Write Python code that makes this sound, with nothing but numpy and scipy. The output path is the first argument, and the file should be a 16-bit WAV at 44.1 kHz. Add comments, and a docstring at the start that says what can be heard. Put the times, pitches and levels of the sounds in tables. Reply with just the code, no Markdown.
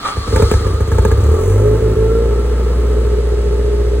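"""Cold start in a small garage

A four-cylinder car with a sports exhaust is heard close to the tailpipe. The starter clashes in and
whirrs. The engine catches in ragged coughs, speeds up, misses a few times and settles into a lumpy idle.
Each firing booms in the pipe, barks in the silencer and blows out a puff of gas."""
import sys
import numpy as np
from scipy import signal
from scipy.fft import rfft, irfft, next_fast_len
from scipy.io import wavfile
from scipy.ndimage import uniform_filter1d

SR = 44100
rng = np.random.default_rng(int(sys.argv[2]) if len(sys.argv) > 2 else 0)


def inscribe(sig):
    """Save sig as 16-bit PCM at rate SR to the path in sys.argv[1].

    A 1-D sig is mono; a 2-D sig holds one channel per row.
    Samples are clipped to [-1, 1] before scaling.
    """
    pcm = np.round(np.clip(np.atleast_2d(sig).T, -1, 1) * 32767)
    wavfile.write(sys.argv[1], SR, pcm.astype(np.int16))


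N = 176400  # 4 seconds

# How far the left channel leads the right. Each row: frequency in Hz, lead in radians.
LEFT_LEAD = [(0, 0), (110, -.1), (300, -.4), (420, -.68), (620, -1.1), (720, -.8), (800, 1.3), (1000, .7),
             (1350, -.5), (1600, 1), (2000, .7), (2800, -4), (4200, -3.7), (8300, 0), (12400, 3.1),
             (16000, 5.9)]
# Tone of the valves and belts. Each row: frequency in Hz, gain in dB.
VALVE_TONE = [(300, -45), (700, 10), (1200, -9), (1500, 5.5), (2100, 3.5), (2350, -4), (2580, 0.5),
              (3900, -2.5), (11000, -35.5)]

# The starter's small gear strikes the engine's big gear. Each row: time in seconds, level in dB.
GEAR_HITS = [(.053, -23), (.066, -21.5), (.078, -18.5), (.087, -16)]
# Ringing of the clashing gears. Each row: frequency in Hz, gain in dB.
CLASH_TONE = [(400, -13.5), (560, -8), (700, -13), (830, -6.5), (960, -10), (1080, -11), (1200, 4),
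              (1255, -1), (1310, 5.5), (1400, -8.5), (1700, -16), (2400, -17.5), (4400, -24), (6000, -55)]
# Scraping as the gears slide together. Each row: time in seconds, level in dB.
SCRAPE_LEVEL = [(0, -48), (.035, -22), (.058, -11), (.088, -26), (.102, -17.5), (.14, -24), (.19, -60),
                (.3, -82)]
# The starter's whine sags on each compression and falls as it drops out.
# Each row: time in seconds, pitch in Hz, relative level in dB.
WHINE = [(.1, 1320, -50), (.16, 1180, -32), (.245, 1125, -35), (.28, 1280, -31), (.305, 1270, -44),
         (.36, 1180, -29), (.43, 1280, -29), (.61, 1280, -30), (.7, 1140, -35), (.79, 1280, -29),
         (.885, 1200, -40), (.95, 1300, -32), (1.16, 1180, -35), (1.36, 1180, -31), (1.46, 1050, -37),
         (1.56, 950, -90)]
# Ringing of the starter gear and its housing. Each row: frequency in Hz, gain in dB.
HOUSING_TONE = [(300, -8), (550, -16), (1030, -16.5), (1175, -6.5), (1320, -5), (1440, -23.5), (1650, -16),
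                (2800, -24), (4400, -14.5), (6500, -38)]
# Whirr of that housing. Each row: time in seconds, level in dB.
WHIRR_LEVEL = [(0, -25), (.3, -26.5), (.4, -22.5), (.6, -27), (.8, -34), (1.05, -30), (1.35, -36),
               (1.65, -70)]

# Sharp ticks as the engine picks up. Each row: time in seconds, level in dB.
TICKS = [(.985, -29), (1.05, -27), (1.24, -31), (1.267, -29)]
# Bright tone of spits, sizzle and ticks. Each row: frequency in Hz, gain in dB.
SPIT_TONE = [(2000, -72), (4000, -31), (6000, 16), (8500, 12.5), (11000, 6.5), (13500, 9.5), (16000, 0.5)]
# Sizzle at the pipe mouth. Each row: time in seconds, level in dB.
SIZZLE_LEVEL = [(0, -75), (.8, -40), (1.36, -42), (1.48, -38), (1.7, -49.5), (2.1, -63), (4, -90)]
# Tone of the hiss at the pipe mouth. Each row: frequency in Hz, gain in dB.
HISS_TONE = [(1500, -0.5), (3000, -13.5), (4200, 7), (5200, 5), (7000, 2), (8500, 1), (10500, -3),
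             (13000, -30), (16000, -11)]
# Strength of that hiss. Each row: time in seconds, level in dB.
HISS_LEVEL = [(0, -44), (.075, -29), (.14, -39), (.24, -38), (.35, -32), (.55, -32), (.63, -39),
              (.85, -44.5), (4, -45)]
# Tone of gas rushing in the pipe. Each row: frequency in Hz, gain in dB.
RUSH_TONE = [(25, -44), (60, 16), (140, 13), (300, 11.5), (430, 22), (600, 6.5), (740, -3.5), (880, 2.5),
             (1000, -2), (1310, 4), (1450, -9), (1620, -4), (2050, -14), (2600, -11.5), (4000, -37),
             (8000, -24.5)]
# Strength of that rush. Each row: time in seconds, level in dB.
RUSH_LEVEL = [(0, -39), (.24, -27.5), (.36, -14.5), (.56, -22.5), (1.1, -20), (1.4, -19.5), (1.9, -22.5),
              (2.25, -24.5), (2.8, -23.5), (3.4, -26.5), (4, -26.5)]
# A high note that the gas sings in the pipe. Each row: frequency in Hz, gain in dB.
SING_TONE = [(1000, -42.5), (1260, -13), (1345, 9.5), (1480, -37)]
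# Strength of that note. Each row: time in seconds, level in dB.
SING_LEVEL = [(1.6, -53), (2.15, -35), (2.8, -45), (3.3, -55)]

# Low boom of the whole pipe. Each row: frequency in Hz, gain in dB.
BOOM_TONE = [(25, -64), (36, -72), (44, 3), (53, 1), (60, 5.5), (71, 13), (84, 0.5), (98, 9.5), (108, 2.5),
             (120, -14.5), (150, -10), (200, -29), (400, -67)]
# Bark of the silencer. Each row: frequency in Hz, gain in dB.
BARK_TONE = [(25, -39), (70, 5.5), (160, -20), (270, -14), (315, -23), (370, -17), (413, 9), (440, 8.5),
             (460, 6.5), (485, -44.5), (528, -5), (595, -11), (680, -60), (790, -44), (880, -20.5),
             (1000, -46), (2000, -55.5)]
# Crack of a cough in the tailpipe. Each row: frequency in Hz, gain in dB.
CRACK_TONE = [(30, -26), (150, 11.5), (350, 5), (520, 10.5), (620, -7), (740, -6.5), (890, 6), (1030, -8.5),
              (1250, -3), (1480, -7.5), (1700, 2.5), (1820, -10.5), (2000, -13), (2300, -12.5),
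              (3000, -17.5), (6000, -41)]
# Higher pipe notes that growl when the engine works hard. Each row: frequency in Hz, gain in dB.
GROWL_TONE = [(110, -44), (158, 8.5), (190, -16), (218, -3.5), (240, -6.5), (268, -1.5), (305, -13.5),
              (345, -6.5), (382, 10), (410, -9), (470, -9), (525, 2.5), (600, -27), (700, -51)]
# Strength of that growl. Each row: time in seconds, level in dB.
GROWL_LEVEL = [(1.2, -26), (1.4, -27.5), (1.56, -23), (2.1, -26.5), (2.6, -31.5)]
# Ragged first firings. Each row: start in seconds, then crack, boom and bark in dB before scaling.
COUGHS = [(0.168, -23, -15, -23.5), (0.277, -21.5, -17, -34), (0.326, -20, -9, -22), (0.36, -4.5, -9, -14),
          (0.398, -14, -12, -10.5), (0.422, -6, -5, -10.5), (0.513, -2.5, -16, -14.5),
          (0.537, -13.5, -7, -25), (0.609, -40, -17, -42), (0.646, -32, -11, -37), (0.666, -17, -18, -35),
          (0.699, -46, -13.5, -45), (0.733, -53, -12, -26), (0.805, -23, -9.5, -20),
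          (0.874, -32, -16.5, -20), (0.916, -15.5, -12.5, -19), (0.947, -35, -11, -18),
          (0.983, -13, -4.5, -20.5), (1.018, -39, -10, -35), (1.05, -8, -12.5, -11.5),
          (1.079, -36, -13, -29), (1.114, -13.5, -6, -14.5), (1.173, -46, -9, -17.5)]
# Engine speed. Each row: time in seconds, firings per second.
FIRING_RATE = [(1.2, 34.5), (1.28, 36.8), (1.42, 44.2), (1.5, 48.6), (1.62, 51.7), (1.73, 53.8),
               (2.0, 54.7), (2.26, 57.9), (2.59, 59.6), (2.91, 59.6), (3.39, 58.6), (4.0, 59.0)]
# Strength of the running firings. Each row: time in seconds, boom in dB, bark in dB.
FIRING_LEVEL = [(1.2, -14, -24), (1.33, -6.5, -19), (1.43, -16, -22.5), (1.55, -11, -25.5),
                (1.66, -11.5, -12.5), (1.88, -12.5, -17), (2.05, -12, -13.5), (2.26, -16, -17.5),
                (2.42, -18.5, -22.5), (2.75, -15, -29), (3.2, -19, -22.5), (4, -18.5, -21.5)]
# Missed firings. 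Each row: middle and half length in seconds, then boom and bark change in dB.
MISFIRES = [(1.785, .02, -1, -16), (1.803, .011, -8, -6), (1.93, .011, 0, -8), (1.946, .0093, -22, -16),
            (2.086, .012, 1, -7)]
# The cylinders in firing order; the first is weak, so the idle chugs.
# Each row: boom and bark change in dB at full unevenness.
CYLINDERS = [(4.4, -10), (5.8, 1.5), (6.3, 2.7), (5.6, 1.3)]
# How uneven the cylinders are; hard work evens them out. Each row: time in seconds, share from 0 to 1.
UNEVENNESS = [(1.2, .3), (1.6, .12), (2.2, .1), (2.36, .85), (2.75, .5), (3, .9), (4, .9)]


def undb(db):
    """Turn decibels into a gain."""
    return 10 ** (np.asarray(db) / 20)


def curve(table, at, column=1):
    """Read one column of a table, joining its rows with straight lines."""
    table = np.array(table)
    return np.interp(at, table[:, 0], table[:, column])


def unit(x):
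    """Scale a signal to an average (rms) level of 1."""
    return x / np.sqrt(np.mean(x ** 2))


def noise():
    """White noise."""
    return rng.standard_normal(N)


def ring(x, tone, abrupt=1):
    """Give x a tone, keeping only its relative gains; with abrupt under 1 it swells before it rings."""
    size = 16384
    hz, db = np.array(tone).T
    bin_hz = np.arange(size // 2 + 1) * SR / size
    gain = undb(np.interp(np.log(bin_hz + 1), np.log(hz), db))
    cepstrum = irfft(np.log(gain))  # tilting its halves moves the ringing to after the strike
    cepstrum[1:size // 2] *= 1 + abrupt
    cepstrum[size // 2 + 1:] *= 1 - abrupt
    response = np.roll(irfft(np.exp(rfft(cepstrum))), size // 2)
    return signal.fftconvolve(x, response / np.linalg.norm(response))[size // 2:size // 2 + N]


def shaped_noise(t, flutter, level, tone, abrupt=1):
    """Noise that flutters, follows a level table and rings with a tone."""
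    return ring(unit(flutter * noise()) * undb(curve(level, t)), tone, abrupt)


def pulses(times, sizes):
    """One click at each time, shared between the two nearest samples."""
    clicks = np.zeros(N)
    inside = (times >= 0) & (times < (N - 1) / SR)
    at, sizes = times[inside] * SR, sizes[inside] * np.sqrt(SR / 50)
    np.add.at(clicks, at.astype(int), sizes * (1 - at % 1))
    np.add.at(clicks, at.astype(int) + 1, sizes * (at % 1))
    return clicks


def puffs(times, sizes, decay_s):
    """A level that jumps at each time and dies away."""
    fade = np.exp(-1 / (decay_s * SR))
    return signal.lfilter([1], [1, -fade], pulses(times, sizes)) / np.sqrt(SR / 50)


def garage(x, walls_db, echo_s=.052, low_cut_hz=600):
    """The direct sound in stereo, plus a short wash of echoes from the walls."""
    size = next_fast_len(N + SR // 2)
    lead = curve(LEFT_LEAD, np.arange(size // 2 + 1) * SR / size)
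    direct = irfft(rfft(x, size) * np.exp(.5j * np.array([lead, -lead])), size)[:, :N]
    t = np.arange(SR // 2) / SR
    walls = rng.standard_normal((2, len(t))) * undb(-60 * t / echo_s) * (t > .004)
    walls = signal.sosfilt(signal.butter(2, low_cut_hz, 'high', fs=SR, output='sos'), walls)
    walls /= np.linalg.norm(walls, axis=1, keepdims=True)
    return direct + undb(walls_db) * signal.fftconvolve(x[None], walls, axes=1)[:, :N]


def valves(t):
    """Valves and belts rustle in stereo, pulsing faintly twice per firing."""
    beat = 1 + .058 * np.sin(2 * np.pi * np.cumsum(2 * curve(FIRING_RATE, t)) / SR)
    return undb(-39.5) * np.array([ring(beat * noise(), VALVE_TONE) for _ in range(2)])


def gear_whine(t, waver_hz=30):
    """A rough, wavering gear note that follows the starter's speed."""
    waver = unit(signal.sosfilt(signal.butter(2, waver_hz, fs=SR, output='sos'), noise()))
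    phase = 2 * np.pi * np.cumsum(curve(WHINE, t)) / SR + .6 * waver
    return unit((1 + .35 * waver) * np.sin(phase)) * undb(2.5 + curve(WHINE, t, column=2))


def starter(t, tooth_hz=167.2):
    """The gear strikes and scrapes in, then its teeth whine and ring the housing until it drops out."""
    teeth = 1 + .39 * np.sin(2 * np.pi * tooth_hz * t)
    times, hit_db = np.array(GEAR_HITS).T
    hits = ring(pulses(times, undb(hit_db)), CLASH_TONE)
    scrape = shaped_noise(t, teeth, SCRAPE_LEVEL, CLASH_TONE)
    whine = teeth * gear_whine(t)
    whirr = shaped_noise(t, teeth, WHIRR_LEVEL, HOUSING_TONE)
    return hits + scrape + whine + whirr


def ticks():
    """Short, bright snaps of noise."""
    times, db = np.array(TICKS).T
    return ring(puffs(times, undb(db), decay_s=.0015) * noise(), SPIT_TONE)


def gas(t, times, cylinder):
    """Each puff of gas rushes in the pipe and hisses at its mouth, while the pipe softly sings."""
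    cough_times = np.array(COUGHS)[:, 0]
    sizes = np.r_[np.ones(len(cough_times)), undb(.4 * np.array(CYLINDERS)[cylinder, 1])]
    flow = puffs(np.r_[cough_times, times], sizes, decay_s=.022)
    # The number added to the flow is the steady stream between puffs.
    rush = shaped_noise(t, 1 + flow, RUSH_LEVEL, RUSH_TONE, abrupt=.52)
    hiss = shaped_noise(t, 3.7 + flow, HISS_LEVEL, HISS_TONE)
    sizzle = shaped_noise(t, .35 + flow, SIZZLE_LEVEL, SPIT_TONE)
    singing = ring(noise() * undb(curve(SING_LEVEL, t)), SING_TONE)
    return rush + singing, hiss + sizzle


def coughing(boom_lag_s=.009, bark_lag_s=.003165, hard_cough_db=-6):
    """The first firings boom, bark and crack in the exhaust, and spit gas from its mouth."""
    times, crack_db, boom_db, bark_db = np.array(COUGHS).T
    bark_db = hard_cough_db + 1.25 * (bark_db - hard_cough_db)  # soft coughs bark much less
    boom = ring(pulses(times + boom_lag_s, undb(boom_db + 2.5)), BOOM_TONE, abrupt=.5)
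    bark = ring(pulses(times + bark_lag_s, undb(bark_db - 1)), BARK_TONE, abrupt=.5)
    force = undb(.9 * (crack_db - hard_cough_db))
    burst = uniform_filter1d(puffs(times, force, decay_s=.0065), SR // 400)
    blast = undb(-20) * pulses(times + bark_lag_s, force) + undb(-7) * burst * noise()
    crack = ring(blast, CRACK_TONE, abrupt=.5)
    spit = undb(-25.5) * ring(burst * noise(), SPIT_TONE)
    return boom + bark + crack, spit


def firings(t, start_s=1.195, weak_firing_s=3.152):
    """When the running engine fires, and which cylinder does it."""
    count = np.cumsum(curve(FIRING_RATE, t)) / SR
    count -= np.interp(weak_firing_s, t, count)  # the weak cylinder fires at this moment
    number = np.arange(np.ceil(np.interp(start_s, t, count)), count[-1])
    return np.interp(number, count, t), number.astype(int) % len(CYLINDERS)


def running_engine(times, cylinder):
    """Firings make the exhaust boom, bark and growl, with one weak cylinder and a few misses."""
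    uneven = curve(UNEVENNESS, times)
    boom_luck, bark_luck, time_luck, lag_luck, growl_luck = rng.standard_normal((len(times), 5)).T
    boom_db, bark_db = uneven * np.array(CYLINDERS)[cylinder].T
    boom_db += curve(FIRING_LEVEL, times) + .38 * boom_luck
    bark_db += curve(FIRING_LEVEL, times, column=2) + 1.1 * bark_luck
    growl_db = curve(GROWL_LEVEL, times) + 2 * growl_luck
    for middle_s, half_s, boom_change, bark_change in MISFIRES:
        miss = np.exp(-((times - middle_s) / half_s) ** 4)
        boom_db += miss * boom_change
        bark_db += miss * bark_change
        growl_db += .5 * miss * bark_change
    times = times + .00008 * uneven * time_luck  # each firing is a little early or late
    boom = ring(pulses(times, undb(boom_db)), BOOM_TONE, abrupt=.43)
    bark = ring(pulses(times + .00009 * lag_luck, undb(bark_db)), BARK_TONE, abrupt=.43)
    growl = ring(pulses(times, undb(growl_db)), GROWL_TONE, abrupt=.7)
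    return boom + bark + growl


def scene():
    """The exhaust is close by; the starter and valves are at the far end of the car."""
    t = np.arange(N) / SR
    times, cylinder = firings(t)
    coughs, spit = coughing()
    rush, hiss = gas(t, times, cylinder)
    exhaust = garage(coughs + running_engine(times, cylinder) + rush, walls_db=-12)
    pipe_mouth = garage(hiss + spit + ticks(), walls_db=-9)
    cranking = undb(-5.5) * garage(starter(t), walls_db=-3)
    return exhaust + pipe_mouth + cranking + valves(t)


def record(dry, ceiling=.96, top_hz=15900):
    """Round off the loudest peaks and cut the highest treble."""
    rounded = dry / (1 + (dry / ceiling) ** 6) ** (1 / 6)
    return signal.sosfilt(signal.ellip(8, .2, 70, top_hz, fs=SR, output='sos'), rounded)


dry = scene()
out = record(dry)
inscribe(out)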